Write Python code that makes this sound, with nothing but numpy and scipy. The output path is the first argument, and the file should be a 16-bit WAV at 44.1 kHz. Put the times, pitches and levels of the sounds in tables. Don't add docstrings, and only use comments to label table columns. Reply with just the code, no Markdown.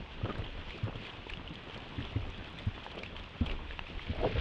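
import sys
import numpy as np
from scipy import signal
from scipy.fft import rfft, irfft, next_fast_len
from scipy.io import wavfile
from scipy.ndimage import uniform_filter1d, map_coordinates

SR = 44100
rng = np.random.default_rng(int(sys.argv[2]) if len(sys.argv) > 2 else 0)


def wav_record(signal):
    frames = np.transpose(np.atleast_2d(signal))
    bounded = np.clip(frames, -1, 1)
    quanta = np.round(bounded * 32767).astype(np.int16)
    wavfile.write(sys.argv[1], SR, quanta)


def ratio_of_db(decibels):
    return 10 ** (np.asarray(decibels, float) / 20)


N = 194084


def unit(x):
    return x / np.sqrt(np.mean(x ** 2) + 1e-20)


def curves(rows):
    s, *cols = np.transpose(rows)
    return [np.interp(np.arange(N) / SR, s, c, left=-120) for c in cols]


def wobble(rate):
    knots = rng.standard_normal(int(N * rate / SR) + 4)
    return map_coordinates(knots, [np.arange(N) * rate / SR])


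def swells(rows):
    t = np.arange(N) / SR
    power = 0
    for s, db, rise, fall in rows:
        power = power + ratio_of_db(2 * db - 20 * np.maximum((s - t) / abs(rise), (t - s) / abs(fall)))
    return np.sqrt(power)


def filtered(x, response):
    m = next_fast_len(N + 8192)
    return irfft(rfft(x, m) * response(np.fft.rfftfreq(m, 1 / SR)), m)[:N]


def coloured(x, spectrum):
    f, db = np.transpose(list(spectrum) + [(SR / 2, -140)])
    return unit(filtered(x, lambda hz: ratio_of_db(np.interp(np.log(hz + 1), np.log(f + 1), db))))


def resonated(x, modes):
    def response(f):
        total = 0
        for k, (centre, width, db) in enumerate(modes):
            band = 1j * f * width
            total = total + (-1) ** k * ratio_of_db(db) * band / (centre * centre - f * f + band)
        return total
    return unit(filtered(x, response))


def patchy(depth_db):
    z = signal.stft(rng.standard_normal(N + 512), nperseg=512)[2]
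    field = uniform_filter1d(rng.standard_normal(z.shape), size=7, axis=0)
    field = uniform_filter1d(field, size=6, axis=1)
    return signal.istft(z * ratio_of_db(depth_db * unit(field)), nperseg=512)[1][:N]


def impacts(count, spread_db, life_s):
    at, size = rng.random((count, 2)).T
    energy = ratio_of_db(-2 * spread_db * np.log(1 - size * .995))
    hits = np.bincount((at * N).astype(int), energy, N)
    puff = np.exp(-2 * np.arange(900) / (SR * life_s))
    loudness = np.sqrt(np.abs(signal.fftconvolve(hits, puff)[:N]))
    return unit(loudness * rng.standard_normal(N))


def ring(t, hz, t60, attack):
    return -ratio_of_db(-60 * t / t60) * (1 - np.exp(-t / attack)) * np.sin(2 * np.pi * hz * t)


def add(track, s, sound):
    track[round(s * SR):][:len(sound)] += sound


def rain():
    # t/s, level/dB
    strength = [(0, -51), (.17, -55.5), (.3, -48.5), (.7, -51.5), (.91, -55), (1.2, -51.5), (1.4, -54.5),
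                (1.7, -50.5), (2.1, -50.5), (2.45, -50.5), (2.7, -54), (2.9, -52.5), (3.13, -54.5),
                (3.45, -50), (3.7, -60.5), (3.82, -55), (3.99, -57), (4.2, -50.5)]
    # t/s, peak/dB, rise by 10 dB/s, fall by 10 dB/s
    flurries = [(.12, -48, 0.03, 0.09), (.709, -45, 0.08, 0.06), (.78, -48.5, 0.07, 0.17),
                (1.07, -42.5, 0.0982, 0.07), (1.3, -46.5, 0.06, 0.0739), (1.748, -43.5, 0.0473, 0.0148),
                (2.05, -48.5, 0.16, 0.1224), (2.481, -46, 0.0352, 0.02), (2.6, -46, 0.0559, 0.1),
                (2.75, -49.5, 0.04, 0.1), (2.84, -50, -0.02, 0.1), (2.916, -50, 0.09, 0.01),
                (2.99, -47, .03, 0.0445), (3.035, -46.5, .004, 0.0761), (3.165, -45, -0.0051, 0.0748),
                (3.465, -42, 0, 0.0444), (3.518, -43.5, 0.04, 0.0253), (3.71, -48, 0.1, -0.25),
                (4.031, -44.5, -0.0253, -0.04), (3.87, -46.5, 0.018, -0.1641)]
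    # f/Hz, level/dB
    patter_tone = [(500, -34), (900, -2), (1600, -5), (2000, -4.5), (2500, -1), (3000, -2), (3400, -1.5),
                   (3800, -5.5), (4500, -6.5), (7000, -4.5), (12500, -4)]
    # f/Hz, level/dB
    board_tone = [(41, -38), (70, 4), (277, -2.5), (346, -3.5), (404, -4), (633, -8.5), (992, -10.5),
                  (2000, -19.5), (2600, -46), (4400, -120)]
    strength_db, = curves(strength)
    near = np.hypot(ratio_of_db(strength_db), swells(flurries))
    grains = 0.765 * patchy(depth_db=2.8) + 0.65 * impacts(count=1600, spread_db=3.0, life_s=0.0014)
    patter = near * ratio_of_db(-3.5 + 0.17 * wobble(25)) * coloured(grains, patter_tone)
    patter = patter + ratio_of_db(-57) * coloured(rng.standard_normal(N), patter_tone)

    drips = 0.81185 * patchy(depth_db=3.0) + 0.548 * impacts(count=350, spread_db=2.0, life_s=0.00642)
    drum = ratio_of_db(-49.5 + 0.29 * (strength_db - strength_db.mean()))
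    boom = swells([(N / SR, -47, 0.397, 1)])
    return patter + np.hypot(drum, boom) * ratio_of_db(.8 * wobble(9)) * coloured(drips, board_tone)


def sway():
    # t/s, peak/dB, rise by 10 dB/s, fall by 10 dB/s
    gusts = [(0, -44.5, .05, 0.06), (.23, -40.5, 0.1, 0.1338), (.43, -42.5, 0.11, 0.01),
             (.6, -38.5, 0.09, 0.07), (.95, -45.5, 0.06, 0.04), (1.26, -56.5, 0.66, 0.93),
             (1.33, -37.5, -0.0223, 0.04), (1.5, -53.5, -0.4, 0.4), (2.06, -43, -0.0959, 0.14),
             (2.16, -38, 0.02, 0.21), (2.68, -38, 0.0237, 0.11), (3.22, -47, 0.31, 0.1),
             (3.48, -35.5, 0.0266, 0.1472), (3.7, -44.5, 0.14, 0.15), (3.8, -42.5, -0.0064, 0.06),
             (3.98, -37.5, 0.04, 0.0028), (4.2, -40.5, 0.2339, 0.22), (4.36, -31.5, 0.0246, 0.84)]
    # f/Hz, level/dB
    rumble_tone = [(12, -22), (25, -1.5), (50, -9), (80, -10.5), (140, -54.5)]
    calm_db = -59.5
    rumble = coloured(rng.standard_normal(N), rumble_tone)
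    return np.hypot(ratio_of_db(calm_db), swells(gusts)) * unit(ratio_of_db(2.1923 * wobble(8.3)) * rumble)


def dull_knocks():
    # t/s, peak/dB, f/Hz
    knocks = [(.214, -35, 483), (0.2562, -35.5, 1100), (.202, -37, 200.5), (.247, -35.5, 500),
              (0.2552, -29.5, 407), (.261, -30, 300), (.285, -33, 390), (.2922, -24.5, 250),
              (.272, -36, 200), (.316, -37, 200), (0.2977, -28, 380), (.302, -37.5, 299),
              (.307, -27.5, 328), (.382, -37, 360), (.394, -35, 607), (.421, -32.5, 340), (.872, -41, 523),
              (.879, -39.5, 1050), (.887, -43, 600), (.955, -34.5, 220), (2.016, -44, 215),
              (2.128, -34.5, 258), (2.165, -41, 481), (2.175, -37.5, 350), (3.422, -36.5, 523),
              (3.498, -40.5, 580), (.785, -41, 1196), (.882, -43, 1355), (.927, -42, 1100),
              (1.2675, -34, 400), (1.268, -39.5, 947), (1.697, -37, 428), (2.16, -38, 420),
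              (2.864, -31, 860), (2.981, -37, 479), (3.033, -38.5, 450), (.836, -39, 240),
              (2.876, -39.5, 502), (2.971, -38.5, 409), (2.997, -38, 520), (3.01, -37.5, 478),
              (3.022, -37.5, 560), (3.306, -45.5, 527.4), (3.366, -40.5, 538), (3.479, -34, 452),
              (3.591, -39, 930), (3.706, -39.5, 469), (3.9948, -40, 1092)]
    knock, t = np.zeros(N + SR), np.arange(SR // 16) / SR
    for s, db, hz in knocks:
        add(knock, s, ratio_of_db(db + 6.0) * ring(t, hz, 0.01153, 0.000727))
    return knock[:N]


def wet_ticks(rows, t60):
    track, t = np.zeros(N + SR), np.arange(SR // 16) / SR
    contact_s = 0.00017
    smack = -ratio_of_db(1) * (1 - t / contact_s) * np.exp(-t / contact_s)
    for s, db, hz in rows:
        smear = 1 + 0.41 * unit(uniform_filter1d(rng.standard_normal(len(t)), size=40))
        spatter = 0.17 * ratio_of_db(-60 * t / (2.2 * t60)) * np.diff(rng.standard_normal(len(t) + 1))
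        add(track, s, ratio_of_db(db - 1.5) * (smear * ring(t, hz, t60, .0004) + spatter + smack))
    return track[:N]


def squelches():
    # t/s, peak/dB, f/Hz
    presses = [
        (.216, -42.5, 1250),
        (.2552, -32.5, 1271),
        (.2983, -31.5, 1255),
        (.308, -33.5, 1223),
    ]
    return wet_ticks(presses, t60=0.037)


def steps():
    # t/s, peak/dB, low mode f/Hz, upper mode level/dB, upper mode f/Hz
    footfalls = [(0.2298, -25.5, 103.6, -13.5, 195), (.385, -28, 96.8, -26, 200.9),
                 (1.365, -42, 151, -2.5, 194), (1.501, -37, 163.6, -7.5, 312.7),
                 (1.978, -29.5, 95.2, -5, 270.7), (1.995, -33.5, 110.5, -6, 258),
                 (2.155, -23.5, 101.1, -10.5, 272.2), (2.403, -38.5, 77.9, -20.5, 281),
                 (2.665, -23, 98.4, -11, 214.1), (3.4066, -21.5, 80.5, -4, 238.5),
                 (4.09, -28.5, 85.8, -3.5, 234.4)]
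    # t/s, peak/dB, f/Hz, t60/s
    loose_boards = [
        (0.575, -44.5, 79.7, 0.246),
        (0.831, -28, 105.6, 0.1427),
        (0.834, -40, 218, 0.055),
        (0.951, -36.5, 109.9, 0.1124),
        (2.183, -41, 98, 0.25),
        (2.24, -47, 92, 0.6),
        (1.0, -47, 190, .1),
        (3.436, -42, 150, .15),
    ]
    deck, t = np.zeros(N + SR), np.arange(SR // 3) / SR
    stifle = ratio_of_db(-60 * (t / 0.0457) ** 3.05)
    for s, db, low_hz, upper_db, upper_hz in footfalls:
        add(deck, s + 0.00042, ratio_of_db(db + 3.5) * stifle * ring(t, low_hz, 0.309, 0.0065))
        add(deck, s + 0.003845, ratio_of_db(db + upper_db + 3.5) * stifle * ring(t, upper_hz, 0.1325, 0.00161))
    for s, db, hz, t60 in loose_boards:
        add(deck, s, ratio_of_db(db + 7) * ring(t, hz, t60, 0.46 / hz))
    return deck[:N]


def scuffs():
    # t/s, peak/dB, rise by 10 dB/s, fall by 10 dB/s
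    scrapes = [(.258, -39, -0.01, .025), (.296, -40, 0.043, 0.0067), (.388, -42.5, 0.0527, 0.0345),
               (.58, -52.5, 0.05, 0.18), (.882, -40.5, -0.013, -0.0262), (.925, -50, -0.1039, 0.03),
               (.96, -50, -0.12, .04), (2.03, -50, 0.194, 0.16), (2.17, -44, -0.048, 0.04),
               (2.94, -47, 0.0276, -0.1), (2.98, -44, 0.0251, -0.0242), (3.01, -43.5, 0.0024, 0.0041),
               (3.44, -45, -0.0318, 0.67)]
    still_s = 3.55
    lateness = np.clip((np.arange(N) / SR - still_s) / .01, -50, 50)
    level = ratio_of_db(-1.5) * swells(scrapes) / (1 + np.exp(lateness))
    grit = impacts(count=1100, spread_db=1.0, life_s=0.00272)
    tone = [(80, -28.0), (150, -0.5), (500, -4.0), (900, -15.5), (1300, -14), (1900, -29.5)]
    return level * coloured(grit, tone)


def near_drops():
    # t/s, peak/dB, f/Hz
    drops = [(.2975, -38, 2440), (.3556, -32, 1610), (.4214, -38.5, 2004), (.4397, -36.5, 3030),
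             (.4648, -35.5, 3340), (.7062, -33, 2320), (.956, -36.5, 3276), (1.051, -35.5, 2435),
             (1.0996, -38, 3135), (1.2974, -32.5, 2468), (1.336, -31, 2843), (1.372, -35, 3321),
             (1.476, -36, 2991), (1.5554, -38.5, 3264), (1.698, -37, 3235), (1.7454, -36.5, 3256),
             (2.0506, -35, 3360), (2.163, -37.5, 2056), (1.908, -41.5, 1880), (1.986, -40.5, 1800),
             (2.005, -40, 1780), (2.026, -38.5, 3203), (2.137, -44, 2000), (2.252, -41.5, 2635),
             (2.98, -39, 3020), (3.197, -39.5, 3530), (2.2184, -38.5, 3290), (2.3448, -38.5, 3255),
             (2.5875, -36, 3520), (2.8392, -38.5, 3200), (2.8645, -38, 1720), (2.9145, -36.5, 3296),
             (2.9905, -35.5, 3230), (3.034, -30.5, 2373), (3.061, -34.5, 2680), (3.066, -39, 3496),
             (3.164, -37, 3276), (3.241, -41, 2777), (1.303, -37.5, 1750),
             (3.4625, -33, 3247), (3.4966, -30.5, 2785), (3.515, -38, 2774), (3.582, -40, 3144),
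                  (3.7084, -33.5, 1740), (3.8397, -44.5, 2347), (3.8676, -35, 2590), (3.9935, -36.5, 2066),
                  (4.017, -37.5, 3207), (4.068, -40, 2325), (4.1333, -40.5, 2262), (4.189, -43, 2221),
                  (4.2412, -35, 3304), (4.3817, -30.5, 1638), (4.3817, -38.5, 3280), (4.322, -38.5, 2497),
                  (4.357, -42.5, 2500), (4.391, -41, 2780)]
    return wet_ticks(drops, t60=0.013)


def splashes():
    # t/s, splash peak/dB, fine spray level/dB
    bursts = [(0.3815, -56, -72.5), (0.7058, -57, -79), (0.7786, -52, -83), (0.84, -53, -79),
              (0.9562, -58.5, -82), (1.3004, -49.5, -72), (1.3359, -50, -81), (1.3723, -62, -85),
              (1.476, -63, -89), (1.4945, -58, -89), (1.5414, -54.5, -77), (1.5549, -52.5, -85.5),
              (1.7439, -57.5, -79.5), (1.7764, -50, -80.5), (1.9555, -57.5, -85.5), (2.0028, -57, -83),
              (2.0208, -56.5, -85), (2.0497, -52.5, -82), (2.1196, -57.5, -86), (2.2179, -59, -85.5),
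              (2.3007, -49.5, -80), (2.377, -57, -83), (2.4994, -64, -78), (2.5264, -61, -77.5),
              (2.5865, -50.5, -73), (2.6579, -60.5, -79), (2.8414, -50.5, -77.5), (2.8584, -60, -81.5),
              (2.9148, -54.5, -79), (2.9547, -57.5, -76.5), (2.9891, -50.5, -83), (3.033, -47, -75.5),
              (3.0604, -61, -85), (3.1961, -58, -86), (3.2365, -56, -82), (3.2904, -60.5, -82.5),
              (3.4057, -58.5, -85.5), (3.458, -54.5, -73), (3.4634, -54, -74.5), (3.5149, -57.5, -86),
              (3.8814, -61.5, -81), (3.9938, -59, -82.5), (4.0153, -54.5, -85), (4.0642, -55.5, -81.5),
              (4.1041, -54.5, -84), (4.1485, -56, -81), (4.1654, -61.5, -80), (4.2154, -57.5, -76.5),
              (4.2854, -58.5, -81.5), (4.3144, -54.5, -88)]
    # f/Hz, level/dB
    splash_tone = [(2500, -30), (4000, -3), (5500, -2), (7000, -1), (9000, -20)]
    # f/Hz, level/dB
    mist_tone = [(5500, -29.5), (7500, -2), (10000, -1.5), (12500, -1.5)]
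    (splash, mist), t = np.zeros((2, N + SR)), np.arange(SR // 16) / SR
    for s, db, mist_db in bursts:
        add(splash, s, ratio_of_db(db + 9 - 60 * t / 0.0208) * rng.standard_normal(len(t)))
        add(mist, s, ratio_of_db(mist_db + 38 - 60 * t / 0.036) * rng.standard_normal(len(t)))
    bright = np.std(splash) * coloured(splash[:N], splash_tone)
    return bright + np.std(mist) * coloured(mist[:N], mist_tone)


def latch():
    click, t = np.zeros(N + SR), np.arange(400) / SR
    u = t / 0.000119
    push = u * (1 - 0.3 * u) * np.exp(-u)
    for s, db in [(3.7921, -11.5), (3.7932, -17)]:
        add(click, s, ratio_of_db(db) * (0.07 * ring(t, 2690, 0.0087, 0.0001837) - push))
    return click[:N]


def door():
    # t/s, level/dB
    pull = [
        (4.055, -64),
        (4.07, -46.5),
        (4.094, -48.5),
        (4.184, -42),
        (4.252, -29),
        (4.264, -27.5),
        (4.304, -44),
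        (4.4, -40),
    ]
    # f/Hz, width/Hz, level/dB
    panel = [(263, 22, -5), (420, 143, -3.5), (489.7, 35, 1)]
    # f/Hz, width/Hz, level/dB
    edge = [(627, 39.6, 3), (712, 66, -5.5), (860, 88, -7.5)]
    # t/s, peak/dB, f/Hz, t60/s
    jolts = [(4.1025, -29, 82, 0.072), (4.134, -37.5, 598, 0.0218), (4.158, -36.5, 619, 0.0294),
             (4.181, -40, 797, 0.0205), (4.192, -37, 172, 0.036), (4.198, -35.5, 454, 0.031),
             (4.213, -30.5, 655.4, 0.0464), (4.2233, -33, 410, 0.029), (4.232, -27.5, 411, 0.0388),
             (4.241, -29.5, 214, 0.041), (4.2435, -24.5, 702, 0.034), (4.247, -28.5, 959, 0.0265),
             (4.247, -26.5, 538, 0.026), (4.253, -28, 539, 0.027), (4.259, -25, 135, 0.085),
             (4.26, -22.5, 444, .035), (4.2716, -23, 409, 0.029), (4.284, -29, 120, .06),
             (4.294, -36, 603, .03), (4.2944, -28.5, 112.3, 0.069), (4.309, -33.5, 453.4, .03),
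             (4.312, -33, 166, 0.046), (4.33, -28, 95, 0.081), (4.3492, -20, 101.2, 0.082),
             (4.36, -29, 70, .1), (4.385, -25, 70, .1), (4.356, -32.5, 515, 0.039),
             (4.369, -34.5, 493, .03), (4.375, -34.5, 475, .03), (4.3755, -25, 120, .05),
             (4.382, -37.5, 495.6, .03)]
    # t/s, peak/dB, rise by 10 dB/s, fall by 10 dB/s
    puffs = [
        (4.094, -37.5, 0.03, 0.11),
        (4.27, -37.5, 0.06, 1.7),
        (4.4, -45, 0.21, -1.5),
    ]
    # t/s, peak/dB, rise by 10 dB/s, fall by 10 dB/s
    rubs = [
        (4.0, -55, -0.09, -0.38),
        (4.07, -49.5, 0.01, -0.28),
        (4.252, -46, 0.0343, -0.62),
        (4.322, -45.5, 0, -0.01),
        (4.385, -39.5, -0.0009, 1.63),
        (4.4, -45, 0.1359, 0.1),
    ]
    force_db, = curves(pull)
    free_s = 4.265
    edge_db = force_db - 249 * np.clip(np.arange(N) / SR - free_s, 0, .04)
    chatter = impacts(count=1500, spread_db=-0.5, life_s=0.0016)
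    judder = ratio_of_db(force_db - 8.5) * resonated(chatter, panel)
    judder = judder + ratio_of_db(edge_db - 9.5) * resonated(chatter, edge)

    slips, t = np.zeros(N + SR), np.arange(SR // 8) / SR
    for s, db, hz, t60 in jolts:
        add(slips, s, ratio_of_db(db + 2.0) * ring(t, hz, t60, 0.48 / hz))

    push_tone = [(40, -50.5), (75, 0), (150, -2), (250, -16.0), (400, -39.5)]
    push = ratio_of_db(-7.5) * swells(puffs) * coloured(rng.standard_normal(N), push_tone)
    rub_tone = [(900, -16), (1500, -1.0), (3200, -3.0), (5500, -7.0), (8000, -20.0), (12000, -36)]
    grains = impacts(count=2400, spread_db=1.0, life_s=0.0078)
    rub = ratio_of_db(-4.5) * swells(rubs) * coloured(grains, rub_tone)
    return judder + slips[:N] + push + rub


def scene():
    weather = rain() + sway()
    walker = squelches() + steps() + scuffs()
    water = dull_knocks() + near_drops() + splashes()
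    return (weather + walker + water + latch() + door())[None]


def roll_off(x):
    return signal.sosfilt(signal.butter(12, 12726, fs=SR, output="sos"), x)


def record(dry):
    def port(hz):
        return 1 / (1 - (hz / 3300) ** 2 + 1j * hz / 4200) ** 2
    muffled = filtered(dry[0], port)
    return roll_off(muffled[None])


dry = scene()
out = record(dry)
wav_record(out)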